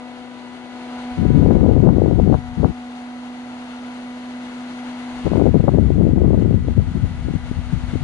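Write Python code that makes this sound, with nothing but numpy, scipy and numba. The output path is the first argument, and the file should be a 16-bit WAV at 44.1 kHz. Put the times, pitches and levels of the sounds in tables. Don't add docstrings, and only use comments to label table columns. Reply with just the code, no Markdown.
import sys
import numpy as np
from scipy import signal
from scipy.fft import rfft, irfft
from scipy.io import wavfile
from scipy.ndimage import uniform_filter1d, minimum_filter1d, map_coordinates
from numba import njit

SR = 44100
rng = np.random.default_rng(int(sys.argv[2]) if len(sys.argv) > 2 else 0)


def wav_out(sig):
    wavfile.write(sys.argv[1], SR, np.round(np.clip(np.atleast_2d(sig).T, -1, 1) * 32767).astype(np.int16))


N = 354123
TIME = np.arange(N) / SR
FREQS = np.maximum(np.arange(N // 2 + 1) * SR / N, 1)

# start_s, relative level_db
RUSH_LEVEL = [(0.1, -53), (0.68, -52.5), (0.87, -49), (1.13, -49), (1.22, -51.5), (1.89, -56),
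              (3.33, -52.5), (4.85, -50.5), (5.2, -48.5), (5.5, -54.5), (6.2, -58), (7.1, -54),
              (7.95, -51.5)]


def undb(db):
    return 10 ** (np.asarray(db) / 20)


def curves(table):
    s, *columns = np.transpose(table)
    return [np.interp(TIME, s, column) for column in columns]


def unit(x):
    return x / np.std(x)


def smooth(x, seconds):
    size = max(int(seconds * SR), 1)
    return uniform_filter1d(uniform_filter1d(x, size), size)


def walk(rate_hz):
    spectrum = rfft(rng.standard_normal(N))
    return unit(irfft(spectrum / (1 + (FREQS / rate_hz) ** 4), N))


def colour(x, hz, db):
    gain = undb(np.interp(np.log(FREQS), np.log(hz), db))
    return irfft(rfft(x) * gain, N)


def band(x, low_hz, high_hz, order=2):
    return signal.sosfilt(signal.butter(order, [low_hz, high_hz], "band", fs=SR, output="sos"), x)


@njit
def lowpass(x, hz, damping):
    y, b, l = np.empty(len(x)), 0., 0.
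    for i in range(len(x)):
        g = np.tan(np.pi * hz[i] / SR)
        v = (b + g * (x[i] - l)) / (1 + g * (g + damping))
        y[i] = l + g * v
        b, l = 2 * v - b, 2 * y[i] - l
    return y


def delay(x, lag_s):
    return map_coordinates(x, [(TIME - lag_s) * SR], order=3, mode="mirror")


def tones(lag_s, flutter=0.00087, hum_waver_db=0.5, blade_waver_db=1.5, motor_waver_db=1.5,
          blade_jitter=0.45, motor_jitter=0.23, shading=0.48):
    # start_s, speed_hz (turns per second)
    shaft_speed = [(0.0, 61.67), (0.75, 61.75), (1.8, 61.23), (2.6, 61.24), (3.1, 61.55), (4.2, 61.82),
                   (5.3, 61.67), (6.2, 61.48), (8.0, 61.62)]
    # start_s, left_hum_db, right_hum_db, overtones_db, third_overtone_extra_db
    hum = [(0, -34.5, -41.5, -42.5, 2), (0.4, -34.5, -43, -43.5, -12), (0.7, -35, -42.5, -44, 0),
           (0.92, -31, -32, -39.5, -0.5), (1.12, -29, -30, -40, 2), (1.5, -38, -33, -39, -3),
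           (2, -40, -37.5, -45.5, 3), (2.5, -31.5, -36, -48.5, 7.5), (3.1, -35, -32.8, -47, 4),
           (3.9, -33.5, -32.5, -45, -4), (5.25, -29.5, -31.3, -44.5, -1), (5.9, -44, -42.5, -50, -8),
           (6.8, -36.5, -39.5, -51.5, -14), (8, -33.5, -38.5, -49.5, -15)]
    # multiple, left_db, right_db (both added to overtones_db)
    overtones = [(2, -8.5, -7), (3, -1.5, -5.5), (4, -12.5, -6), (5, -16.5, -14), (6, -19, -13.5),
                 (7, -19, -23.5), (9, -19, -16)]
    # multiple of the shaft rate, left_db, right_db (before the shading)
    motor = [(1, -70, -84), (2, -57.5, -64), (28, -72, -63), (30, -66.5, -79), (32, -54, -61),
             (33, -62, -74.5), (52, -73, -74.5), (99, -78.5, -84)]
    # start_s, level_db (before the waver)
    drone = [(0, -57), (0.7, -51.5), (1.4, -77)]
    blades, drone_multiple = 4, 6

    speed_hz = curves(shaft_speed)[0] * (1 + flutter * walk(14.0))
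    turns = np.cumsum(speed_hz) / SR
    right_turns = np.interp(TIME - lag_s, TIME, turns)
    angle = 2 * np.pi * np.array([turns, right_turns])

    left_db, right_db, overtone_db, third_db = curves(hum)
    hum_db = np.array([left_db, right_db]) + hum_waver_db * walk(13)
    out = undb(hum_db) * np.sin(blades * angle)
    for multiple, *port_db in overtones:
        db = np.array(port_db)[:, None] + overtone_db + blade_waver_db * walk(26)
        if multiple == 3:
            db += third_db
        phase = rng.uniform(0, 2 * np.pi) + blade_jitter * walk(2.7)
        out += undb(db) * np.sin(multiple * blades * angle + phase)

    rush_db = curves(RUSH_LEVEL)[0]
    facing_db = shading * (rush_db - rush_db.mean())
    for multiple, *port_db in motor:
        db = np.array(port_db)[:, None] + facing_db + motor_waver_db * walk(6.4)
        phase = rng.uniform(0, 2 * np.pi) + motor_jitter * walk(30)
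        out += undb(db) * np.sin(multiple * angle + phase)
    drone_db = curves(drone)[0] + motor_waver_db * walk(7.2)
    out += undb(drone_db) * np.sin(drone_multiple * angle)
    return np.sqrt(2) * out, blades * angle[0]


def turned(air):
    # start_s, share (0-1)
    edge_on = [(0.7, 0.77), (1.5, 0.13)]
    # pitch_hz, added_db
    edge_on_colour = [(150, -2.5), (350, 3), (600, 3), (900, -2.5), (1400, -2), (2200, -3), (2900, -0.5)]
    # start_s, added_db
    middle_level = [(1.2, 0.5), (2.8, 1), (4.7, -1), (5.12, 2), (5.7, -1.5), (6.4, -2.5), (8, -1.5)]
    # foot_hz, shoulder_hz, shoulder_hz, foot_hz
    middle_band = (550, 790, 1090, 1350)

    share = np.clip(curves(edge_on)[0], 0, 1)
    hollow = colour(air, *np.transpose(edge_on_colour))
    air = (1 - share) * air + share * hollow
    middle = colour(air, middle_band, [-30, 0, -1, -30.5])
    return air + (undb(curves(middle_level)[0]) - 1) * middle


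def rush(lag_s, blade_angle, level_db=4.0, low_db=0.58, roar_slope=-0.14, chop=0.066, flicker_db=0.68):
    # (dB per Hz, relative)
    rush_colour = [(25, -3, -6.5), (64.6, 5.5, 2), (120, 1.5, 3), (170, 7, 7), (303, 9, 11),
                   (500, 7.5, -7.5), (618, 10.5, 6.5), (875, 12, 10.5), (1060, 9, 0.5), (1280, 9.5, 0),
                   (1390, 12, 2.5), (1640, 7, 3.2), (1900, 3.5, 0.5), (2080, 8.5, -3), (2270, 7, 2.5),
                   (2290, 0.5, -1), (2740, 3.5, 1), (3000, 2, -1), (4390, -1.5, -5.5)]
    # (dB per Hz, relative)
    hiss_colour = [(5320, -11, -13), (6200, -9, -14), (6860, -8.5, -15), (7400, -18.5, -15),
                   (9660, -15, -15.5), (11150, -28, -28)]
    # start_s, left_db, right_db (both added)
    hiss_aim = [(0.4, -2, 0), (1.1, 0, -2), (2.2, 1.5, 0), (5.1, 1, -0.7), (5.9, 1.5, 2.3), (7.8, 1.5, 1.5)]

    rush_db = curves(RUSH_LEVEL)[0]
    facing_db = rush_db - rush_db.mean()
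    roar_db = low_db + roar_slope * facing_db
    hiss_db = np.array(curves(hiss_aim))

    hz, *port_db = np.transpose(rush_colour + hiss_colour)
    shared_hz, shared = [200, 700, 2500, 8000], np.array([0.77, 0.96, 0.36, 0.056])
    direct = colour(rng.standard_normal(N), shared_hz, 10 * np.log10(shared))
    ports = []
    for arrival, db in zip([direct, delay(direct, lag_s)], port_db):
        scattered = colour(rng.standard_normal(N), shared_hz, 10 * np.log10(1 - shared))
        ports.append(colour(arrival + scattered, hz, db))
    air = turned(np.array(ports) / np.std(band(ports, 2300, 4500)))

    roar = colour(air, [1500, 2600], [0, -40])
    hiss = colour(air, [3800, 5500], [-40, 0])
    high = air - roar - hiss + hiss * undb(hiss_db)
    high = high * (1 + chop * np.sin(blade_angle))
    return (roar * undb(roar_db) + high) * undb(rush_db + level_db + flicker_db * walk(14))


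def swept(points, onset_db_per_s, fade_db_per_s):
    before_s = np.maximum(points[0][0] - TIME, 0)
    after_s = np.maximum(TIME - points[-1][0], 0)
    return -onset_db_per_s * before_s - fade_db_per_s * after_s


def jet():
    # start_s, relative level_db, relative eddy_rate_hz
    sweeps = [
        [(1.187, -15, 167), (1.4, -8, 205), (1.53, -10, 230), (1.83, -9.5, 220), (2.0, -13, 224),
         (2.32, -11, 190), (2.41, -32.5, 78.7), (2.68, -31, 74.4)],
        [(5.26, -25.5, 170), (5.63, -20, 177), (5.76, -10, 216), (5.88, -11, 153), (5.94, -14, 181),
         (6.02, -9.5, 230), (6.12, -13.5, 210), (6.25, -10, 227), (6.55, -13.5, 172), (6.63, -20, 127),
         (7.42, -28, 82.6), (8.03, -23, 91.7)],
    ]
    # middle_s, half_length_s (before rise and fall), relative level_db, relative eddy_rate_hz
    gusts = [(1.144, 0.023, -36.5, 55), (1.364, 0.015, -11, 143), (1.671, 0.012, -15.5, 303),
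             (1.878, 0.016, -2, 286), (2.232, 0.013, -9.5, 120), (2.331, 0.024, -10.5, 324),
             (2.385, 0.008, -19.5, 120), (2.6, 0.014, -10.5, 188), (2.649, 0.013, -8.5, 295),
             (2.695, 0.012, -16, 197), (5.17, 0.045, -42, 50), (5.266, 0.011, -12.5, 278),
             (5.383, 0.049, -12, 265), (5.465, 0.021, -11, 267), (5.498, 0.016, -9.5, 130),
             (5.558, 0.011, -3.5, 222), (5.601, 0.0046, 0, 240), (5.65, 0.0063, -12, 190),
             (5.683, 0.0063, -7.5, 297), (6.555, 0.013, -11, 109), (6.652, 0.003, -12, 159),
             (6.7, 0.025, -16.5, 177), (6.793, 0.025, -13.5, 136), (6.878, 0.012, -19, 120),
             (6.965, 0.018, -15.5, 176), (7.043, 0.023, -16.5, 144), (7.211, 0.0091, -21, 111),
             (7.26, 0.012, -18.5, 126), (7.294, 0.015, -20.5, 132), (7.358, 0.0065, -12.5, 133),
             (7.583, 0.014, -17, 94.6), (7.743, 0.023, -15, 106.5), (7.857, 0.014, -20.5, 110),
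             (7.959, 0.0061, -15, 170), (8.022, 0.0074, -19, 101)]
    onset_db_per_s, fade_db_per_s = 1150, 292
    draught_db, draught_hz, draught_db_per_s = -41, 70, 86
    gust_rise, gust_fall = 1, 1.09

    flows = []
    for points in sweeps:
        db, hz = curves(points)
        flows.append((undb(db + swept(points, onset_db_per_s, fade_db_per_s)), hz))
        slow_db = draught_db + swept(points, draught_db_per_s, draught_db_per_s)
        flows.append((undb(slow_db), draught_hz))
    for s, half_s, db, hz in gusts:
        width_s = half_s * np.where(TIME < s, gust_rise, gust_fall)
        flows.append((undb(db) * np.exp(-((TIME - s) / width_s) ** 2 / 2), hz))
    power = sum(size ** 2 for size, hz in flows)
    eddy_hz = sum(size ** 2 * hz for size, hz in flows) / power
    return 10 * np.log10(power), eddy_hz


def slaps(cycles, level_db, wake_s, wake, lean=0.36, skew=1.0):
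    # middle_s, relative peak_db, pitch_hz
    hard_eddies = [(1.181, -10, 230), (1.229, -9, 280), (1.254, -3, 307), (1.305, 3, 233), (1.361, 7, 170),
                   (1.43, 0, 332), (1.462, 5, 396), (1.489, 5, 270), (1.51, -2, 280), (1.523, -1, 330),
                   (1.553, -4, 380), (1.569, -2, 267), (1.632, 2, 260), (1.656, -6, 390), (1.664, 2, 380),
                   (1.693, 1, 340), (1.713, 2, 367), (1.766, 1.5, 330), (1.78, -4, 410), (1.803, -10, 400),
                   (1.837, -1.5, 280), (1.874, 8, 393), (1.89, -0.5, 564), (1.971, -3, 290),
                   (1.984, 8, 312), (2.02, 7, 345), (2.04, -3, 355), (2.061, 0.5, 403), (2.087, -3, 149),
                   (2.112, -2, 402), (2.191, -1, 303), (2.199, 3, 386), (2.276, -0.5, 333), (2.3, 0, 338),
                   (2.314, 9, 220), (2.327, -4, 530), (2.343, -2.5, 640), (2.351, -5, 540),
                   (2.632, -2, 425), (2.646, 1, 630), (5.268, -7, 497), (5.279, -9, 453), (5.318, -1, 288),
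                   (5.335, -1.5, 500), (5.358, -1, 425), (5.371, -9, 520), (5.381, 1, 298),
                   (5.397, -4, 467), (5.415, -1.5, 445), (5.422, 5, 320), (5.442, -3, 336), (5.457, 3, 354),
                   (5.466, 6, 340), (5.474, -2, 400), (5.49, -5, 390), (5.544, 4, 368), (5.556, -1, 380),
                   (5.566, 2, 300), (5.604, -3, 380), (5.641, 0, 298), (5.682, 7, 553), (5.691, -2.5, 570),
                   (5.737, -6, 290), (5.747, -1, 290), (5.775, -3, 350), (5.786, -0.5, 374),
                   (5.799, 1, 248), (5.811, -15, 310), (5.905, 1.5, 312), (5.982, -2, 273),
                   (6.002, -9, 340), (6.012, 3.5, 297), (6.021, -10, 450), (6.054, -8, 290),
                   (6.068, 3, 270), (6.079, -8, 330), (6.092, -3, 300), (6.135, 8, 200), (6.182, -5, 328),
                   (6.206, -7, 285), (6.218, 0, 320), (6.236, -8, 330), (6.252, -4, 327), (6.28, -4, 300),
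                   (6.307, -1.5, 365), (6.333, 0.5, 330), (6.377, 0.5, 292), (6.424, -3, 325),
                   (6.459, -2, 300), (6.51, -1.5, 302), (6.526, -7, 300), (6.543, 2, 146), (6.685, -5, 364),
                   (6.78, -1.5, 260), (6.789, 7, 106), (6.798, -9.5, 340), (7.04, 1.5, 127),
                   (7.113, -12, 160), (7.286, -6, 260), (7.311, -8, 200), (7.339, -7.5, 230),
                   (7.353, -6, 185), (7.515, -5, 205), (7.586, -16, 160), (7.727, -10.5, 180),
                   (7.938, -6, 198), (7.957, -5.5, 274)]

    swing, squall = np.zeros(N), np.zeros(N)
    for s, peak_db, hz in hard_eddies:
        turn = skew * rng.standard_normal()
        near = np.abs(TIME - s) < .04
        age = TIME[near] - s
        angle = 2 * np.pi * age * hz
        shape = -np.sin(angle + lean * np.sin(angle) + turn)
        swell = np.exp(-(age * hz / cycles) ** 2 / 2)
        swing[near] += undb(peak_db + level_db) * swell * shape
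        squall[near] = np.maximum(squall[near], wake * np.exp(-(age / wake_s) ** 2 / 2))
    return swing, squall


def buffet(level_db, corner_hz, squall, surge_db, surge_octaves, damping,
           unrest=0.96, eddies_hz=55, handful_s=0.043):
    # pitch_hz, gain_db (before levelling)
    port_answer = [(22, -17), (38, -8), (55, -0.5), (78, 0.5), (115, -1.5), (170, -1), (330, -5), (700, -9),
                   (2000, -8)]

    surge = unrest * walk(eddies_hz) + squall
    corner = np.clip(corner_hz * 2 ** (surge_octaves * surge), 30, 2500)
    push = lowpass(rng.standard_normal(N), corner, damping)
    push = lowpass(push, 1.66 * corner, damping) * undb(surge_db * surge)
    push = colour(push, *np.transpose(port_answer))
    return push / np.sqrt(smooth(push ** 2, handful_s)) * undb(level_db)


def wind(left_db=1.16, right_db=-4.5, brightness=1.397, edge_hz=135, edge_growth_db=30):
    # start_s, relative level_db
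    edge_sweeps = [
        [(1.34, -23), (1.65, -24), (2.33, -30)],
        [(5.51, -30.5), (5.72, -23.5), (6.2, -19), (7.7, -32.5), (8.03, -27)],
    ]
    onset_db_per_s, fade_db_per_s = 345, 109

    jet_db, eddy_hz = jet()
    swing, squall = slaps(cycles=0.42, level_db=-3.5, wake_s=0.013, wake=0.5)
    left = buffet(jet_db + left_db, brightness * eddy_hz, squall,
                  surge_db=1.16, surge_octaves=0.16, damping=1.54)

    edges = [curves(points)[0] + swept(points, onset_db_per_s, fade_db_per_s) for points in edge_sweeps]
    edge_db = np.max(edges, axis=0)
    edge_corner = edge_hz * 2 ** ((edge_db - edge_db.max()) / edge_growth_db)
    right = buffet(edge_db + right_db, edge_corner, 0, surge_db=-1.5, surge_octaves=0.3, damping=1.1)
    return np.array([left + swing, right])


def scene():
    # start_s, right_later_than_left_ms
    port_lag = [(0, 0.14), (1, 0.11), (2.4, 0.16), (4.6, 0.15), (6.2, 0.082), (8, 0.097)]
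    lag_s = curves(port_lag)[0] / 1000
    whine, blade_angle = tones(lag_s)
    return whine + rush(lag_s, blade_angle) + wind()


def record(dry, hold_s=0.0024, top_hz=10900):
    size = max(int(hold_s * SR), 2)
    gain = minimum_filter1d(1 / np.maximum(np.abs(dry), 1), 2 * size)
    limited = dry * smooth(gain, hold_s)
    return signal.sosfilt(signal.ellip(8, .2, 70, top_hz, fs=SR, output="sos"), limited)


dry = scene()
out = record(dry)
wav_out(out)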